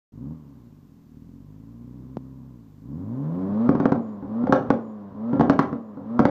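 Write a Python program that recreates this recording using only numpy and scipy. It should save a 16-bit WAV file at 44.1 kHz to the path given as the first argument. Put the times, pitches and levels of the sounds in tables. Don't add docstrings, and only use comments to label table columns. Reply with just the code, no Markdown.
import sys
import numpy as np
from scipy import signal
from scipy.io import wavfile
from scipy.ndimage import uniform_filter1d, minimum_filter1d

SR = 44100
rng = np.random.default_rng(int(sys.argv[2]) if len(sys.argv) > 2 else 0)


def unload_audio(sound):
    columns = np.transpose(np.atleast_2d(sound))
    steps = np.round(np.clip(columns, -1, 1) * 32767)
    wavfile.write(sys.argv[1], SR, steps.astype(np.int16))


N = 277830
TIME = np.arange(N) / SR

# t/s, firing rate/Hz, throttle 0-1
WARM_UP = [(0.119, 44, 0.3), (.24, 67.9, 1), (0.321, 82, 0.8), (.38, 77, 0), (.57, 63, 0), (0.799, 47, 0),
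           (1.04, 38.8, .05), (1.168, 38.6, 0.51), (1.598, 54.5, 0.24), (1.952, 62.6, 0.44),
           (2.15, 65.6, 0.42), (2.469, 66.6, 0.26), (2.698, 50.3, 0), (2.801, 50, 0.08), (2.92, 72.5, 1),
           (3.06, 104, 0.74), (3.214, 144, 0.87), (3.38, 182.7, 0.82)]
# opens t/s, firing rate then/Hz, hits the limiter t/s, lifts t/s,
# firing rate then/Hz, trim on throttle/dB, trim on the overrun/dB
STABS = [(3.53, 204, 3.675, 3.97, 234, 3, 6), (4.23, 192, 4.44, 4.755, 233, 1, 3.5),
         (5.11, 193, 5.33, 5.75, 237, -.5, 0), (5.99, 193, 6.18, 6.32, 245, -.5, 0)]
# t/s, relative crack level/dB, relative thump level/dB, garage send/dB
BACKFIRES = [(3.69, -10.5, -8, -2), (3.75, -13.5, -15, -3), (3.799, -14, -14, -0.5),
             (3.854, -9, -7.5, -7.5), (3.919, -9.5, -10, -4.5), (4.224, -30, -27.5, 3.5),
             (4.436, -24.5, -20.5, -9), (4.469, -18, -26, 0), (4.493, -23, -15, -5.5),
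             (4.523, -0.5, -9.5, -3.5), (4.702, -3.5, -8.5, -8), (5.33, -20, -16, 3),
             (5.395, -10.5, -11.5, 2.5), (5.408, -7.5, -10.5, -4.5), (5.496, 3.5, -0.5, -8.5),
             (5.59, 1, -8.5, -4.5), (5.727, -19, -19, -5), (5.97, -32.5, -29, 2), (6.191, -5.5, -10, -4.5),
             (6.2, -12, -4.5, -5), (6.252, -2.5, -7.5, -6.5)]
# t/s, length/s, level/dB
WHISTLES = [(4.0, .17, -75), (4.8, .17, -76), (5.78, .15, -81)]
# f/Hz, relative level/dB
GARAGE_MODES = [(150, -5), (186, -1), (232, -14), (278, 1), (385, -3.5), (490, -5), (523, 6.5), (580, 1),
                (687, -5.5), (770, -6), (819, -12), (1112, 2)]
# f/Hz, T60/s
GARAGE_T60 = [(150, 0.53), (700, 0.43), (1500, 0.3), (5000, 0.23), (12000, 0.64)]
AIR_EQ = [(25, 15), (60, 19.5), (250, 29), (500, 10), (2500, -5), (7000, -7.5), (9600, -17), (13000, -7),
          (15000, -9.5)]
SILENCER_EQ = [(25, -26), (48, -7.5), (66, -4.5), (100, 1), (130, 5.5), (160, 6), (195, -1.5), (232, 9),
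               (280, 2.5), (335, -12.5), (400, -15.5), (480, -25), (2000, -87)]
PIPE_EQ = [(200, -41.5), (350, -17), (430, 2), (490, -1.5), (570, 4.5), (680, -4), (820, -7.5), (1100, -26),
           (1600, -40), (3000, -77.5)]
TAIL_EQ = [(80, -12.5), (250, 0.5), (500, 3), (1200, -0.5), (2500, 5.5), (6000, -1), (8000, -10),
           (14000, -0.5)]
VALVE_EQ = [(150, -29), (450, -9), (830, 3), (1030, 10.5), (1300, -2.5), (1700, -9.5), (2500, -23),
            (3700, -25), (6000, -35.5), (8000, -60), (11000, -66.5)]
CRACK_EQ = [(60, -13.5), (200, -5), (450, 10.5), (800, 6.5), (1400, -0.5), (1900, -12), (2600, -23.5),
            (3700, -24), (6000, -27), (8000, -39.5), (10000, -48), (15000, -45)]
THUMP_EQ = [(25, -35.5), (70, -14), (120, -8.5), (200, 1), (270, 6), (340, -2), (480, -13.5), (1000, -33),
            (3000, -99)]
KNOCK_EQ = [(40, -29), (130, 9), (220, 15), (400, 7.5), (900, -1.5),
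            (2000, -27), (5000, -33), (10000, -55)]

LIMIT_HZ, IDLE_HZ = 250, 42
THROTTLE_OPEN_S, THROTTLE_SHUT_S = 0.18, 0.052


def gain_of(db):
    return 10 ** (np.asarray(db) / 20)


def value_at(points, hz):
    f, value = np.transpose(points)
    return np.interp(np.log(hz + 1), np.log(f), value)


def curves(rows):
    times, *columns = np.transpose(rows)
    return [np.interp(TIME, times, column) for column in columns]


def window(start, end, rise_s, fall_s):
    return np.clip(np.minimum((TIME - start) / rise_s, 1 - (TIME - end) / fall_s), 0, 1)


def levelled(x, size=2200):
    power = uniform_filter1d(uniform_filter1d(x ** 2, size), size // 2)
    return x / np.sqrt(abs(power) + 1e-16)


def response(eq, size=8192):
    log_gain = np.log(gain_of(value_at(eq, abs(np.fft.fftfreq(size, 1 / SR)))))
    impulse = np.fft.ifft(np.exp(np.conj(signal.hilbert(log_gain)))).real[:size // 2]
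    return impulse / abs(impulse).max()


def through(x, impulse):
    return signal.oaconvolve(x, impulse)[:N]


def low_cut(x, hz):
    return signal.lfilter(*signal.butter(2, hz, "high", fs=SR), x)


def clicks(times, sizes):
    at = np.clip(np.asarray(times) * SR, 0, N - 2)
    i = at.astype(int)
    return np.bincount(i, sizes * (1 - at + i), N) + np.bincount(i + 1, sizes * (at - i), N)


def air(db=-58):
    return gain_of(db) * levelled(through(rng.standard_normal(N), response(AIR_EQ)), size=22000)


def driving():
    rates = [row[:2] for row in WARM_UP]
    trims = [(WARM_UP[-1][0], 0)]
    first_lift = STABS[0][3]
    throttle = curves(WARM_UP)[1] * window(0, first_lift, THROTTLE_OPEN_S, THROTTLE_SHUT_S)
    for opens, from_hz, hits, lifts, lift_hz, db, overrun_db in STABS:
        rates += [(opens, from_hz), (hits, LIMIT_HZ), (lifts, lift_hz)]
        trims += [(opens + THROTTLE_OPEN_S, db), (lifts, db), (lifts + THROTTLE_SHUT_S, overrun_db)]
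        throttle = np.maximum(throttle, window(opens, lifts, THROTTLE_OPEN_S, THROTTLE_SHUT_S))
    return curves(rates)[0], throttle, curves(trims)[0]


def misfiring(hz, throttle, snap_s=.06, edge_s=0.051):
    running = .035 + .06 * throttle ** 2
    idle = 0.16 * (1 - throttle) ** 2 * IDLE_HZ / hz
    snap = sum(window(opens - snap_s / 2, opens + snap_s / 2, edge_s, edge_s) for opens, *_ in STABS[1:])
    spark_cut = sum(window(hits, lifts - edge_s, edge_s, edge_s) for _, _, hits, lifts, *_ in STABS)
    return running + idle + 0.35 * snap + 0.89 * spark_cut


def loudness(hz, throttle, idle_db, octave_db, throttle_db):
    return idle_db + octave_db * np.log2(hz / IDLE_HZ) + throttle_db * throttle


def silencer_swell_db(hz, depth=0.23):
    rates = np.linspace(hz.min(), hz.max(), SR // 100)
    power = sum(gain_of(value_at(SILENCER_EQ, k * rates)) ** 2 for k in range(1, 6))
    resonance_db = 10 * np.log10(power)
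    return depth * (np.interp(hz, rates, resonance_db) - np.interp(IDLE_HZ, rates, resonance_db))


def firing_pulses(firings, misfire, imbalance=0.076, jitter=0.18, cylinder_lag_s=0.00024):
    number = np.arange(1, int(firings[-1]))
    on_time = np.interp(number, firings, TIME)
    charge, lateness = rng.standard_normal((len(number), 2)).T
    ragged = np.interp(on_time, TIME, misfire)
    cylinder = np.cos(np.pi * number)
    times = np.interp(number + jitter * ragged * lateness, firings, TIME) + cylinder_lag_s * cylinder
    burn = np.diff(charge, prepend=0) / np.sqrt(2)
    return low_cut(clicks(times, 1 + imbalance * cylinder + ragged * burn), hz=25)


def exhaust(firings, boom_db, rasp_db, misfire, room_db=-7, rumble_db=-23, gas_db=-7, misfire_db=-9):
    pulses = firing_pulses(firings, misfire)
    pulses = pulses + gain_of(room_db) * garage(pulses, tail_db=-1)
    gas = rng.standard_normal(N) * (0.22 + np.exp(-(firings % 1) / .5))
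    silencer, pipe = response(SILENCER_EQ), response(PIPE_EQ)
    speed = np.gradient(firings)
    burble = np.sqrt(speed.mean() / speed)
    rumble = gain_of(rumble_db) * burble * levelled(through(low_cut(gas, hz=150), silencer))
    rush = gain_of(gas_db) * burble * levelled(through(gas, pipe))
    boom = levelled(through(pulses, silencer)) + rumble
    rasp = levelled(levelled(through(pulses, pipe)) + rush)
    return (gain_of(boom_db) * boom + gain_of(rasp_db) * rasp) * gain_of(misfire_db * misfire)


def garage(x, modes_db=-52, modes_t60=0.28, tail_db=-2, build_s=0.0039, echoes_per_s=3000):
    t = np.arange(SR) / SR
    build_up = 1 - np.exp(-(t / build_s) ** 2)
    modes = sum(gain_of(db - 60 * t / modes_t60) * np.cos(2 * np.pi * hz * t) for hz, db in GARAGE_MODES)
    echoes = rng.standard_normal(SR) * (rng.random(SR) < echoes_per_s / SR)
    hz, age, bands = signal.stft(echoes, SR, nperseg=256)
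    decay_db = 60 * age / value_at(GARAGE_T60, hz)[:, None]
    bands = bands * gain_of(value_at(TAIL_EQ, hz)[:, None] - decay_db)
    tail = signal.istft(bands, SR, nperseg=256)[1][:SR] * build_up
    tail /= np.linalg.norm(tail)
    return through(x, gain_of(modes_db) * modes * build_up + gain_of(tail_db) * tail)


def thrum(firings, misfire, db=-51, octave_db=-7, lost_at_misfire=.22):
    drone = np.cos(2 * np.pi * firings) + gain_of(octave_db) * np.cos(4 * np.pi * firings)
    steadiness = np.clip(1 - misfire / lost_at_misfire, 0, 1)
    return gain_of(db) * steadiness * levelled(through(drone, response(SILENCER_EQ)))


def valve_gear(firings, rasp_db, clatter=0.64, whine_db=-4, base_db=-42, octave_db=4, with_load=0.52):
    taps = rng.standard_normal(N) * (1 + clatter * np.exp(-(firings % 1) / 0.12))
    rattle = levelled(through(taps, response(VALVE_EQ)))
    crank_angle = np.pi * firings
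    whine = sum(np.sin(order * crank_angle) for order in (10, 11))
    speed = np.gradient(firings) / np.gradient(firings).max()
    level_db = base_db + octave_db * np.log2(speed) + with_load * (rasp_db - rasp_db.max())
    return gain_of(level_db) * (rattle + gain_of(whine_db) * speed ** 2 * whine)


def knock(at_s=2.1703, db=-18):
    return through(clicks([at_s], gain_of(db)), response(KNOCK_EQ))


def backfires(crack_db=4, thump_db=9, front_hz=3500, steepening=0.61, travel_s=.0018,
              flame_db=-21, flame_s=0.006, slap_s=.0365, slap_db=-21.5):
    crack, thump = response(CRACK_EQ), response(THUMP_EQ)
    age = np.arange(len(crack)) / SR
    direct, sent = np.zeros((2, N + len(crack)))
    for at_s, *levels_db in BACKFIRES:
        shock, push, send = gain_of(levels_db)
        flame = gain_of(flame_db) * np.exp(-age / flame_s) * rng.standard_normal(len(age))
        blast = signal.fftconvolve((age == 0) + flame, crack)[:len(age)]
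        pole = np.exp(-2 * np.pi * front_hz * shock ** steepening / SR)
        front = signal.lfilter([1], [1, -pole], blast)
        pop = gain_of(crack_db) * shock * front / abs(front).max() + gain_of(thump_db) * push * thump
        start = int((at_s + travel_s) * SR)
        direct[start:start + len(pop)] += pop
        sent[start:start + len(pop)] += send * pop
    bangs = direct[:N] + garage(sent[:N])
    slapback = np.interp(TIME - slap_s, TIME, bangs)
    return bangs + gain_of(slap_db) * slapback


def whistles(start_hz=6960, end_hz=6810, glide_s=.055, waver_hz=20, flutter_db=3):
    out = np.zeros(N)
    waver = levelled(uniform_filter1d(rng.standard_normal(N), size=300))
    for at_s, length, db in WHISTLES:
        age = np.clip(TIME - at_s, 0, length)
        hz = end_hz + (start_hz - end_hz) * np.exp(-age / glide_s) + waver_hz * waver
        swell = np.sqrt(abs(np.sin(np.pi * age / length)))
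        out += gain_of(db + flutter_db * waver) * swell * np.sin(2 * np.pi * np.cumsum(hz) / SR)
    return out


def scene():
    bed = air()
    hz, throttle, trim_db = driving()
    firings = np.cumsum(hz) / SR
    misfire = misfiring(hz, throttle)
    boom_db = loudness(hz, throttle, idle_db=-50.5, octave_db=7.48, throttle_db=12.12)
    boom_db += silencer_swell_db(hz) + trim_db
    rasp_db = loudness(hz, throttle, idle_db=-77.5, octave_db=13.86, throttle_db=8.16) + 0.59 * trim_db
    engine = exhaust(firings, boom_db, rasp_db, misfire)
    engine += thrum(firings, misfire) + valve_gear(firings, rasp_db)
    return (engine + knock() + backfires() + whistles() + bed)[None]


def record(dry, opens_s=.12, fade_s=.004, threshold_db=-13, duck_share=0.31, recovery_db_per_s=3,
           ceiling=.71, smooth_samples=130, high_cut_hz=15350):
    x = dry[0] * np.clip(np.minimum(TIME - opens_s, TIME[-1] - TIME) / fade_s, 0, 1)
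    over_db = duck_share * np.maximum(20 * np.log10(abs(x) + 1e-9) - threshold_db, 0)
    recovered_db = recovery_db_per_s * TIME
    duck_db = np.maximum.accumulate(over_db + recovered_db) - recovered_db
    x = x / gain_of(uniform_filter1d(duck_db, smooth_samples))
    headroom = np.minimum(1, ceiling / (abs(x) + 1e-9))
    x = x * uniform_filter1d(minimum_filter1d(headroom, smooth_samples), smooth_samples)
    high_cut = signal.firwin(511, high_cut_hz, window=("kaiser", 9), fs=SR)
    return signal.oaconvolve(x, high_cut, "same")[None]


dry = scene()
out = record(dry)
unload_audio(out)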